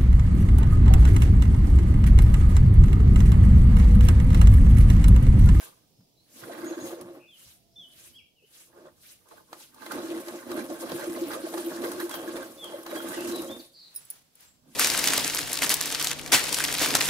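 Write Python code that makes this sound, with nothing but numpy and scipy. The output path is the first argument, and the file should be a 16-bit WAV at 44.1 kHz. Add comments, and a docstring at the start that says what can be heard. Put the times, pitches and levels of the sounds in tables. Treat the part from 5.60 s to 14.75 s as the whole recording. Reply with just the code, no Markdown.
"""Jets of milk fall into a steel pail outdoors as a cow is milked by hand, close to the microphone.
Thin jets are shaped noise that hisses in the froth. Other squirts, weak or strong, also set off random
knocks that ring the air in the pail, patter as droplets and slosh; sine bubbles gulp and plop.
Birds call with gliding sines, soft bumps and brushing are short noises, and bangles clink as
ringing sines when the hands let go. A far tone and quiet, windy air lie behind.
"""
import sys
import numpy as np
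from scipy import signal
from scipy.fft import rfft, irfft
from scipy.io import wavfile
from scipy.ndimage import uniform_filter1d

SR = 44100
rng = np.random.default_rng(int(sys.argv[2]) if len(sys.argv) > 2 else 0)


def dump(signal):
    """Clip the signal to [-1, 1] and save it as 16-bit WAV at the path in sys.argv[1]."""
    limited = np.clip(np.atleast_2d(signal).T, -1, 1)
    pcm = np.round(limited * 32767).astype(np.int16)
    wavfile.write(sys.argv[1], SR, pcm)


N = 403515
TIME = np.arange(N) / SR  # seconds

# Notes of the air in the part-filled pail: pitch_hz, width_hz, level_db
PAIL_MODES = [(342.4, 21.2, 6), (467.6, 24, -5), (538.3, 14.6, -1), (603.5, 20, -4.5), (843, 21, -16.5),
              (1074, 26, -11.5)]
# Tone colours of droplets, froth, splats and outdoor air: frequency_hz, level_db
SPATTER_TONE = [(150, -41.5), (300, 3.5), (600, 2), (790, -10), (860, -3), (940, -6.5), (1070, 5),
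                (1230, -4), (1480, -2.5), (1660, -3), (1820, -13), (1960, -5.5), (2200, -12.5), (2420, -9),
                (2700, -17), (3600, -13.5), (5000, -19.5), (9000, -23), (15500, -30)]
FROTH_TONE = [(300, -17), (1200, -5.5), (2000, -3.5), (3300, 0.5), (5200, -2), (8400, -1), (10300, 2.5),
              (11500, -1.5), (14000, 1), (15500, -6.5)]
SPLAT_TONE = [(100, -6.5), (330, 2), (600, 10), (1100, 6), (1700, 0), (2400, -3), (4000, -1), (7000, -5),
              (11000, 1.5), (15500, -10)]
AIR_TONE = [(25, -3), (60, -7), (150, 5.5), (400, -2.5), (700, -5.5), (1500, -27), (3300, -14),
            (5500, -12.5), (8000, -21), (14000, -17)]
# Thin jets that hiss in the froth, about two pulls a second: start_s, hold_s, hiss_db
THIN_JETS = [(0.0, 0.045, -52), (.783, 0.038, -54.5), (1.252, 0.066, -52), (1.797, .12, -60),
             (2.389, 0.083, -57.5), (2.957, 0.06, -58), (3.464, 0.053, -57.5), (4.008, 0.021, -55),
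             (8.003, 0.037, -59.5), (9.145, .05, -63)]
# Weak and strong squirts and low wobbles of the milk:
# start_s, hold_s, hiss_db, spatter_db, churn_db, slosh_db
SQUIRTS_AND_WOBBLES = [(.02, 0.0079, -67, -54.5, -62, -68), (.765, 0.032, -68, -77, -61, -64),
                       (.877, 0.12, -59, -49.5, -46.5, -54.5), (1.032, 0.2, -58, -52, -42.5, -47.5),
                       (1.272, .13, -66, -62, -44, -65), (1.48, 0.075, -69.5, -64, -47, -66),
                       (2.225, 0.33, -74, -82, -69, -74), (3.17, 0.1, -73, -61, -53, -69),
                       (3.715, 0.065, -65.5, -60, -60.5, -75), (3.941, 0.0075, -67, -60, -54, -65),
                       (4.225, 0.043, -58, -50.5, -68, -60), (4.335, 0.26, -51.5, -51, -40, -46),
                       (4.676, 0.12, -55, -54, -45.5, -55), (4.92, 0.23, -53, -60, -39.5, -45),
                       (5.217, 0.21, -49, -48, -40, -48), (5.497, 0.2, -48.5, -56.5, -39, -46),
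                       (5.798, 0.35, -49.5, -54.5, -40, -53.5), (6.213, 0.2, -49, -50.5, -38.5, -44),
                       (6.541, 0.29, -52.5, -52, -40.5, -50), (6.9, 0.11, -61, -78, -53, -65),
                       (7.06, 0.13, -57, -56, -44.5, -65.5), (7.32, 0.13, -49.5, -46.5, -42, -53),
                       (7.496, 0.21, -45.5, -48, -39, -43.5), (7.748, 0.17, -51.5, -63, -38.5, -46),
                       (9.09, 0.017, -89, -72.5, -63, -62)]
# Showers of droplets thrown up by a squirt: start_s, hold_s, spatter_db
DROPLET_SHOWERS = [(4.314, 0.038, -43), (4.895, 0.027, -42.5), (4.96, 0.041, -45.5), (5.389, 0.034, -46),
                   (5.551, 0.025, -49.5), (5.711, 0.036, -37.5), (5.936, 0.065, -47.5), (6.238, 0.008, -44),
                   (6.4, 0.031, -38.5), (6.512, 0.039, -39), (6.76, 0.015, -42)]
# Biggest air pockets that collapse and boom in the pail: crest_s, peak_db
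BIG_GULPS = [(1.04, -29), (1.071, -30.5), (1.117, -27.5), (1.18, -29.5), (1.244, -30.5), (4.358, -29),
             (4.448, -29.5), (4.497, -29.5), (4.52, -28), (4.548, -28.5), (4.584, -32), (4.923, -31),
             (5.12, -30.5), (5.235, -31), (5.352, -29), (5.482, -27.5), (5.513, -30), (5.626, -24.5),
             (5.848, -25.5), (5.947, -30), (5.981, -23.5), (6.051, -29.5), (6.078, -31.5), (6.196, -31),
             (6.387, -26.5), (6.437, -24.5), (6.686, -28), (7.453, -32), (7.58, -30.5), (7.715, -29.5),
             (7.796, -30.5)]
# Bird whistles: start_s, length_s, pitch_hz at five even steps through the note, level_db
BIRD_WHISTLES = [(.319, 0.15, 4900, 5080, 5200, 4940, 4850, -75),
                 (.55, .11, 3890, 3990, 4150, 4370, 4470, -70.5),
                 (1.041, 0.074, 6650, 6660, 6710, 6600, 6280, -51),
                 (1.197, 0.072, 6470, 6620, 6600, 6500, 6500, -50),
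                 (1.675, 0.1, 3480, 3510, 3210, 2970, 2780, -56.5),
                 (1.785, .04, 3100, 3080, 2990, 2860, 2780, -59),
                 (2.157, 0.11, 3610, 3530, 3380, 3100, 2890, -48.5),
                 (2.531, 0.091, 2940, 3230, 3410, 2400, 2200, -53),
                 (2.75, .13, 3280, 2790, 2540, 3000, 3000, -62.5),
                 (6.509, .059, 3400, 3330, 3250, 3120, 2980, -46),
                 (6.975, 0.12, 3550, 3540, 3330, 3074, 2770, -47),
                 (7.265, 0.069, 4220, 4060, 3890, 3800, 3740, -53),
                 (7.345, 0.066, 2960, 3170, 3280, 3280, 3200, -46),
                 (7.544, .11, 3300, 2835, 2580, 2900, 3100, -46.5),
                 (7.709, 0.11, 3780, 3990, 3980, 3790, 3760, -45),
                 (7.878, .085, 3050, 3450, 3580, 3630, 3520, -47),
                 (7.992, 0.021, 4680, 4600, 4320, 3910, 3540, -48.5),
                 (8.385, 0.11, 7900, 7800, 7780, 7900, 7750, -64),
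                 (8.858, 0.054, 7680, 7600, 7570, 7600, 7500, -63)]
# Rasping bird calls: start_s, length_s, start_pitch_hz, end_pitch_hz, level_db
BIRD_RASPS = [(1.594, 0.094, 2485, 2540, -56.5), (2.108, 0.14, 5080, 6000, -70.5),
              (2.525, 0.089, 4580, 5180, -69), (8.134, .16, 4600, 3980, -52.5)]
# Soft bumps against the pail: start_s, pitch_hz, peak_db
PAIL_BUMPS = [(.378, 137, -50.5), (0.818, 131, -46), (1.217, 125, -44.5), (1.409, 135, -44),
              (1.848, 97, -55), (2.181, 151, -58.5), (5.323, 155, -36), (9.069, 170, -52)]
# Slugs of milk that slap the surface or the wall; the first row is a dull knock:
# start_s, level_db, extra_treble_db (above 5 kHz)
SLAPS_AND_KNOCK = [(.406, -61, -25), (1.411, -38.5, 3), (3.686, -52.5, 6.5), (3.929, -29.5, -16),
                   (4.144, -55, 12), (4.262, -28.5, -13), (4.318, -26.5, 0), (4.683, -29, -6),
                   (4.915, -27.5, -6), (5.317, -24.5, -17), (5.361, -35, -2), (5.441, -31, -10),
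                   (5.717, -30, -25), (5.733, -26, -25), (5.939, -28, -21), (5.978, -26.5, -4),
                   (6.238, -29.5, -23), (6.316, -29, 1), (6.4, -27, -3), (6.493, -35.5, 7),
                   (6.511, -30, -2), (6.54, -23.5, -11), (6.766, -27, -24), (7.041, -37.5, 5.5),
                   (7.231, -44, 7), (7.263, -26, -20), (7.606, -39, 10), (7.673, -37.5, 10),
                   (7.758, -37.5, 9.5), (7.818, -45, 15)]
# Bursts of middling bubbles above the pail's main note: crest_s, pitch_hz, middle_bubble_db
BUBBLE_BURSTS = [(.9, 530, -34), (1.143, 580, -42), (1.385, 560, -37), (2.835, 400, -56.5),
                 (3.19, 546, -46), (3.268, 500, -47), (3.738, 647, -49), (4.98, 547, -32.5),
                 (5.113, 585, -30), (5.24, 547, -32.5), (5.315, 626, -34), (5.443, 527, -31),
                 (5.582, 528, -31), (5.777, 573, -31.5), (5.865, 610, -35), (5.945, 560, -33),
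                 (6.24, 520, -28), (6.275, 514, -28.5), (7.146, 586, -28.5), (7.33, 507, -28)]
# A faint far-off tone: start_s, length_s, pitch_hz, level_db
FAINT_TONE = (1.9, .58, 685, -72)
# Brushes of sleeves and hands: start_s, hold_s, level_db
HAND_BRUSHES = [(8.18, 0.35, -69.5), (8.36, 0.074, -64.5), (8.52, 0.04, -63), (8.805, 0.019, -60.5)]
# Bangle knocks: start_s, level_db, ring_share (0 to 1), left_minus_right_db
BANGLE_KNOCKS = [(8.343, -44, .15, 0), (8.35, -39, 0.8, -4), (8.36, -28, 1, -3), (8.451, -46.5, 0.55, -6),
                 (8.502, -25, 0.3, -2), (8.508, -32, 0.3, 0), (8.754, -44, 0.18, 3), (8.807, -44, 0.16, 9)]
# Bangle notes: pitch_hz, level_db, time_to_fall_60_db_s; the last two hold for a ring share of 1
BANGLE_MODES = [(2600, -30, .12), (3870, -25, .13), (4850, -23, .1), (5440, -16, .085), (9232, -8, .1),
                (10100, -7, .05), (10350, 0, .07), (10640, -2, .07), (14620, -4, .06), (14900, -8, .05)]

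# How fast each kind of stroke swells and dies, in dB per second
JET_RISE_DB_S, JET_FALL_DB_S = 180, 181
SQUIRT_RISE_DB_S, SQUIRT_FALL_DB_S = 163, 127.5
SPLASH_RISE_DB_S, SPLASH_FALL_DB_S = 900, 493
BRUSH_RISE_DB_S, BRUSH_FALL_DB_S = 213, 116
JET_SPATTER_DB, JET_CHURN_DB = -15.5, -10  # a thin jet's droplets and stirring, against its hiss
SPLASH_HISS_DB = -10.5  # froth torn up by a splash, against its droplets
FOAM_DB, FOAM_FALL_DB_S = -24, 24  # foam fizzing on after each thin jet, against the jet's hiss
# Small bubbles trapped by droplets: level against the patter, lowest pitch, range of strength
PIP_DB, PIP_HZ, PIP_SPREAD_DB = -8, 600, 15
# Gulp pitch; small gulps: how many a second, peak against the churning, spread of sizes
GULP_HZ, GULPS_PER_S, SMALL_GULP_DB, GULP_SPREAD_DB = 336.8, 11, -7, 2.5
PORT_LAG_S, POCKET_LAG_S = .00016, 0.00025  # the left port hears the pail late, its deep notes latest
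BIRD_ECHO_S, BIRD_ECHO_DB = 0.047, -15  # one wall throws the calls back
AIR_DB, WIND_DB = -69, -76.0  # before their slow swells
TOP_HZ = 15700


def undb(db):
    """Turn decibels into a gain."""
    return 10 ** (np.asarray(db) / 20)


def together(*levels_db):
    """Give the level of unrelated sounds heard at once: their powers add."""
    return 10 * np.log10(sum(undb(db) ** 2 for db in levels_db))


def colour(x, points):
    """Filter with a drawn (Hz, dB) outline, built from its cepstrum so that nothing sounds early."""
    size = 2048
    hz, db = np.transpose(points)
    log_hz = np.log(np.fft.rfftfreq(size, 1 / SR) + 1)
    log_gain = np.log(undb(np.interp(log_hz, np.log(hz), db)))
    # keeping only the forward half makes the filter causal
    forward = np.r_[1, np.full(size // 2 - 1, 2), np.zeros(size // 2)]
    cepstrum = irfft(log_gain) * forward
    response = irfft(np.exp(rfft(cepstrum)))
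    return signal.oaconvolve(x, response[None], axes=1)[:, :N]


def band(x, lo_hz, hi_hz, order=2):
    """Keep the frequencies between two limits."""
    limits = [lo_hz, min(hi_hz, .45 * SR)]
    return signal.sosfilt(signal.butter(order, limits, "band", fs=SR, output="sos"), x)


def unit(x, lo_hz, hi_hz):
    """Scale a stereo sound so that its centre has rms 1 in a band."""
    return x / band(x.mean(0), lo_hz, hi_hz, order=4).std()


def walk(rate):
    """Wander through random levels, each held 1 / rate seconds and smoothed twice; spread near 1."""
    k = int(SR / rate)
    steps = np.repeat(rng.standard_normal(N // k + 1), k)
    return 1.62 * uniform_filter1d(uniform_filter1d(steps, k), k)[:N]


def drops(rate, spread_db):
    """Scatter single-sample impacts of unequal size, about `rate` a second."""
    size = undb(spread_db * np.minimum(rng.exponential(size=N), 5))
    hits = rng.random(N) < rate / SR
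    return hits * size * rng.choice([-1, 1], N)


def ports(centre, side, split_hz, pan_db):
    """Make two microphone ports: long waves reach both alike, short ones differ, the left one late."""
    side = signal.sosfilt(signal.butter(1, split_hz, "high", fs=SR, output="sos"), side)
    left = np.roll(centre + side, int(PORT_LAG_S * SR))
    return np.array([left, centre - side]) * undb(np.array([[pan_db], [-pan_db]]) / 2)


def add(out, s, sound):
    """Mix a short sound in at time s."""
    i = max(int(s * SR), 0)
    out[:, i:i + sound.shape[-1]] += sound[..., :max(N - i, 0)]


def echoes(x, t60, wet_db):
    """Add dense reflections that fall 60 dB in t60 seconds, different at each port."""
    t = TIME[:SR // 2]
    tail = rng.standard_normal((2, len(t))) * undb(-60 * t / t60)
    tail /= np.sqrt((tail ** 2).sum(1, keepdims=True))
    return x + undb(wet_db) * signal.oaconvolve(x, tail, axes=1)[:, :N]


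def strokes(table, rise_db_s, fall_db_s):
    """Let rows of (start_s, hold_s, levels) swell, hold and die; one running level per dB column."""
    rows, t = np.array(table), TIME[::64]
    start, hold = rows[:, :1], rows[:, 1:2]
    before = np.maximum(start - t, 0)
    after = np.maximum(t - start - hold, 0)
    shape = undb(-rise_db_s * before - fall_db_s * after)
    power = undb(rows[:, 2:].T) ** 2 @ shape ** 2
    return [np.interp(TIME, t, 10 * np.log10(p + 1e-18)) for p in power]


def open_air():
    """Shape noise into quiet outdoor air with a low, restless murmur of wind."""
    air = colour(ports(*rng.standard_normal((2, N)), split_hz=480, pan_db=-2.5), AIR_TONE)
    wind = band(ports(*rng.standard_normal((2, N)), split_hz=100, pan_db=-6.0), 53, 160)
    swell, gusts = undb(1.2 * walk(3)), undb(3 * walk(12))
    return air / air.std() * swell * undb(AIR_DB) + wind / wind.std() * gusts * undb(WIND_DB)


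def milking():
    """Each table row swells, holds and slackens; its envelope drives froth, droplets, churn and slosh."""
    jet_db, = strokes(THIN_JETS, JET_RISE_DB_S, JET_FALL_DB_S)
    linger_db, = strokes(THIN_JETS, JET_RISE_DB_S, FOAM_FALL_DB_S)
    splash_db, = strokes(DROPLET_SHOWERS, SPLASH_RISE_DB_S, SPLASH_FALL_DB_S)
    squirts = strokes(SQUIRTS_AND_WOBBLES, SQUIRT_RISE_DB_S, SQUIRT_FALL_DB_S)
    hiss_db, spatter_db, churn_db, slosh_db = squirts
    left, right = gulps(churn_db) + plops()
    pockets = np.array([np.roll(left, int(POCKET_LAG_S * SR)), right])
    body = churn(together(churn_db, jet_db + JET_CHURN_DB)) + slosh(slosh_db) + pockets
    droplets = spatter(together(spatter_db, splash_db, jet_db + JET_SPATTER_DB))
    fizz_db = together(hiss_db, jet_db, linger_db + FOAM_DB, splash_db + SPLASH_HISS_DB)
    foam = froth(fizz_db, churn_db)
    return body + echoes(droplets + foam + splats(), t60=0.16, wet_db=-9)


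def froth(level_db, plunge_db):
    """A thin jet fizzes evenly in the foam; a plunging one sputters and pops its bubbles."""
    force = np.clip((plunge_db + 49.0) / 18, 0, 1)
    sputter = undb(force * 2.1 * walk(85))
    # now and then a bigger bubble snaps, fading over 3 ms
    snaps = np.abs(drops(rate=26, spread_db=2))
    bursts = signal.lfilter([1], [1, -np.exp(-1 / (.003 * SR))], snaps)
    sputter = sputter * (1 + force * np.minimum(bursts, 2))
    fizz = rng.standard_normal((2, N))
    pops = np.array([drops(rate=520, spread_db=5.0) for _ in range(2)])
    mix = sputter * (fizz * (1 - 0.65 * force) + (0.2 + 0.17 * force) * pops / pops.std())
    # bubbles of each size burst in their own clusters
    edges = np.geomspace(1100, 16000, 9)
    foam = np.zeros((2, N))
    for k, (lo, hi) in enumerate(zip(edges, edges[1:])):
        clusters = undb((2.0 + 0.89 * force) * walk(70))
        foam += band(mix, lo, hi) * clusters * (-1) ** k
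    foam = colour(ports(*foam, split_hz=360, pan_db=0.1), FROTH_TONE)
    return unit(foam, 6700, 18700) * undb(level_db)


def bubbles(count, life_s, rise):
    """Small bubbles of unequal strength pip briefly, rising in pitch, in different phase at each port."""
    out = np.zeros((2, N))
    age = TIME[:SR // 40] / life_s
    for when, size, strength, turn in rng.random((count, 4)):
        hz = PIP_HZ * 8 ** size
        port_phase = np.pi * (turn - .5) * np.array([[1], [-1]])
        phase = 2 * np.pi * hz * life_s * age * (1 + rise * age) + port_phase
        gain = undb(PIP_SPREAD_DB * strength ** 3 + 7 * size)
        add(out, when * N / SR, gain * np.sin(phase) * np.sqrt(age) * np.exp(-age))
    return out / out.mean(0).std()


def spatter(level_db):
    """Droplets thrown up by the jet patter back in flurries and trap small bubbles."""
    flurry = undb(3.1 * np.minimum(walk(75), 1.4))
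    centre, side = (drops(rate=1000, spread_db=3.0) for _ in range(2))
    pips = undb(PIP_DB) * bubbles(count=3200, life_s=.0022, rise=0.011)
    hits = ports(centre / centre.std(), 0.78 * side / side.std(), split_hz=1330, pan_db=-6.5)
    patter = colour(flurry * (hits + pips), SPATTER_TONE)
    wet = unit(echoes(band(patter, 190, 14000), t60=0.036, wet_db=0.0), 530, 2900)
    # slow droplets land softly and sound dull
    speed = np.clip((level_db + 65) / 10, 0, 1)
    dull = band(wet, 280, 1350, order=2)
    return (np.sqrt(speed) * wet + np.sqrt(1 - speed) * dull) * undb(level_db)


def pail(x):
    """The air in the pail rings at its own notes, each a narrow resonance."""
    return sum(undb(db) * signal.lfilter(*signal.iirpeak(hz, hz / width, fs=SR), x)
               for hz, width, db in PAIL_MODES)


def churn(level_db):
    """Air dragged under by the jet keeps the pail ringing; a weak jet stays on top and splutters."""
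    surge = undb(2.0 * walk(45))
    centre, side = (surge * drops(rate=1400, spread_db=1.5) for _ in range(2))
    bursts = ports(centre, side, split_hz=4100, pan_db=-0.5)
    depth = np.clip((level_db + 61.0) / 16, .1, 1)
    deep = unit(pail(band(bursts, 88, 2700, order=1)), 342.0, 950)
    shallow = unit(pail(band(bursts, 405, 710)) + 0.16 * band(bursts, 210, 750), 280, 840)
    return (np.sqrt(depth) * deep + 0.19 * np.sqrt(1 - depth) * shallow) * undb(level_db)


def slosh(level_db):
    """Large bubbles wobble below the pail's main note, and the moving milk rumbles faintly."""
    centre, side = (drops(rate=500, spread_db=0.0) * undb(4.2 * np.minimum(walk(35), 1))
                    for _ in range(2))
    motion = ports(centre, side, split_hz=2300, pan_db=-5.5)
    wobble = band(motion, 222, 301)
    rumble = undb(-16.5) * band(motion, 93, 180)
    return unit(wobble + rumble, 180, 306) * undb(level_db)


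def gulps(churn_db):
    """Large bubbles swell and die near the pail's strongest note; small ones follow the churning."""
    out, t = np.zeros((2, N)), TIME[:SR // 6]
    crest_s = 0.01421
    swell = (t / crest_s * np.exp(1 - t / crest_s)) ** 1.7
    chance = rng.standard_normal((200, 3))  # timing, size, tuning
    times = (np.arange(len(chance)) + .25 * chance[:, 0]) / GULPS_PER_S
    sizes = np.interp(times, TIME, churn_db) + SMALL_GULP_DB + GULP_SPREAD_DB * chance[:, 1]
    # small gulps keep clear of the big ones
    small = [(s, db) for s, db in zip(times, sizes)
             if s < TIME[-1] and min(abs(s - big) for big, _ in BIG_GULPS) > 2 * crest_s]
    for (s, db), detune in zip(BIG_GULPS + small, chance[:, 2]):
        hz = GULP_HZ * (1 + 0.018 * detune)
        add(out, s - crest_s, undb(db) * swell * np.sin(2 * np.pi * hz * t))
    return out


def birds():
    """Quavering whistles, faint ones blurred most, and buzzing rasps echo off a wall and trees."""
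    out = np.zeros((2, N))
    quaver, flutter = walk(260), undb(2.2 * walk(110))
    for s, length, *pitches, db in BIRD_WHISTLES:
        u = np.linspace(0, 1, int(length * SR))  # progress through the note
        now = slice(int(s * SR), int(s * SR) + len(u))
        blur = np.interp(db, [-70, -55], [.025, .008])
        glide = np.interp(u, np.linspace(0, 1, len(pitches)), pitches)
        hz = uniform_filter1d(glide, size=len(u) // 6) * (1 + blur * quaver[now])
        swell = flutter[now] * np.abs(np.sin(np.pi * u)) ** 0.52
        add(out, s, undb(db) * swell * np.sin(2 * np.pi * np.cumsum(hz) / SR))
    for s, length, start_hz, end_hz, db in BIRD_RASPS:
        u = np.linspace(0, 1, int(length * SR))
        buzz = np.sin(2 * np.pi * 150 * length * u)  # 150 Hz
        glide = start_hz + (end_hz - start_hz) * u
        hz = glide * (1 + .045 * buzz + .035 * walk(900)[:len(u)])
        swell = np.abs(np.sin(np.pi * u)) ** 0.37 * (1 + .5 * buzz)
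        add(out, s, undb(db) * swell * np.sin(2 * np.pi * np.cumsum(hz) / SR))
    # small throats radiate their lowest notes weakly
    out = band(out, 2500, 12000, order=3)
    out = out + undb(BIRD_ECHO_DB) * np.roll(out, int(BIRD_ECHO_S * SR), axis=1)
    return echoes(out, t60=.42, wet_db=0)


def bumps():
    """Soft thuds: low noise that dies away fast, as if heavily damped."""
    out, t = np.zeros((2, N)), TIME[:SR // 5]
    for s, hz, db in PAIL_BUMPS:
        noise = band(rng.standard_normal(len(t)), 0.77 * hz, 1.54 * hz)
        thud = noise * t * np.exp(-t / 0.018)
        add(out, s, undb(db) * thud / np.abs(thud).max())
    return out


def splats():
    """A noise burst dies in milliseconds as a slug breaks up, or as a dull knock; fine drops follow."""
    out, t = np.zeros((2, N)), TIME[:SR // 10]
    slap = (1 - np.exp(-t / 0.00092)) * np.exp(-t / 0.0042)
    fall = np.exp(-t / 0.011)
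    for s, db, treble_db in SLAPS_AND_KNOCK:
        burst = rng.standard_normal((2, len(t))) * slap
        # a slap on bare steel is brighter
        bright = band(burst, 5400, 15800, order=1)
        # cubed noise is mostly quiet with rare strong peaks, like separate drops
        droplets = band(rng.standard_normal((2, len(t))) ** 3 * fall, 790, 1940)
        add(out, s, undb(db) * (burst + (undb(treble_db) - 1) * bright + 0.13 * droplets))
    return colour(ports(*out, split_hz=3400, pan_db=-0.5), SPLAT_TONE)


def plops():
    """Three bubbles of about one size, trapped in quick succession, ring briefly and rise a little."""
    out, t = np.zeros((2, N)), TIME[:SR // 12]
    life_s, scatter_s = .0045, .005
    ring = t / life_s * np.exp(1 - t / life_s)
    for s, hz, db in BUBBLE_BURSTS:
        for order, (delay, detune) in zip([-1, 0, 1], rng.standard_normal((3, 2))):
            pitch = hz * (1 + 0.12 * detune) * (1 + 1.3 * t)
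            tone = np.sin(2 * np.pi * np.cumsum(pitch) / SR)
            bubble = undb(db - 3.8 * abs(order)) * ring ** 2 * tone
            add(out, s - life_s + scatter_s * (2 * order + delay / 2), bubble)
    return out


def far_tone():
    """A thin sine with a wavering pitch pulses 24 times a second, far away."""
    s, length, hz, db = FAINT_TONE
    swell = np.sin(np.pi * np.clip((TIME - s) / length, 0, 1))
    pulse = 1 + .5 * np.sin(2 * np.pi * 24 * TIME)
    pitch = hz * (1 + 0.0207 * walk(90))
    return undb(db) * swell * pulse * np.sin(2 * np.pi * np.cumsum(pitch) / SR)


def rubbing():
    """Cloth and skin brush as the hands come away: grainy noise that swells and fades."""
    grain = rng.standard_normal((2, N)) * undb(1.2 * walk(120))
    level_db, = strokes(HAND_BRUSHES, BRUSH_RISE_DB_S, BRUSH_FALL_DB_S)
    return unit(band(grain, 310, 11000, order=1), 5200, 17000) * undb(level_db)


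def bangles():
    """Bangles knock with a tick and a short ring; a low ring share is choked and brighter."""
    out, t = np.zeros((2, N)), TIME[:SR // 4]
    for s, db, ring, pan_db in BANGLE_KNOCKS:
        phases = 1.2 * rng.standard_normal((len(BANGLE_MODES), 2, 1))
        modes = np.zeros((2, len(t)))
        for (hz, mode_db, t60), phase in zip(BANGLE_MODES, phases):
            tilt = (hz / 10000) ** (2 * (1 - ring))
            decay = np.exp(-np.log(1000) * t / (t60 * ring))
            modes += undb(mode_db) * tilt * decay * np.sin(2 * np.pi * hz * t + phase)
        tick = band(rng.standard_normal((2, len(t))), 5300, 18000) * np.exp(-t / 0.0024)
        onset = 1 - np.exp(-t / 0.00073)
        gain = undb(db + np.array([[pan_db], [-pan_db]]) / 2)
        add(out, s, gain * (modes + 0.5 * tick) * onset)
    return echoes(out, t60=.25, wet_db=-12)


def scene():
    """Mix the milk in the pail with the small sounds around it."""
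    return milking() + bumps() + bangles() + birds() + rubbing() + far_tone() + open_air()


def record(dry):
    """Cut the treble steeply above TOP_HZ."""
    return signal.sosfilt(signal.ellip(10, .2, 70, TOP_HZ, fs=SR, output="sos"), dry)


dry = scene()
out = record(dry)
dump(out)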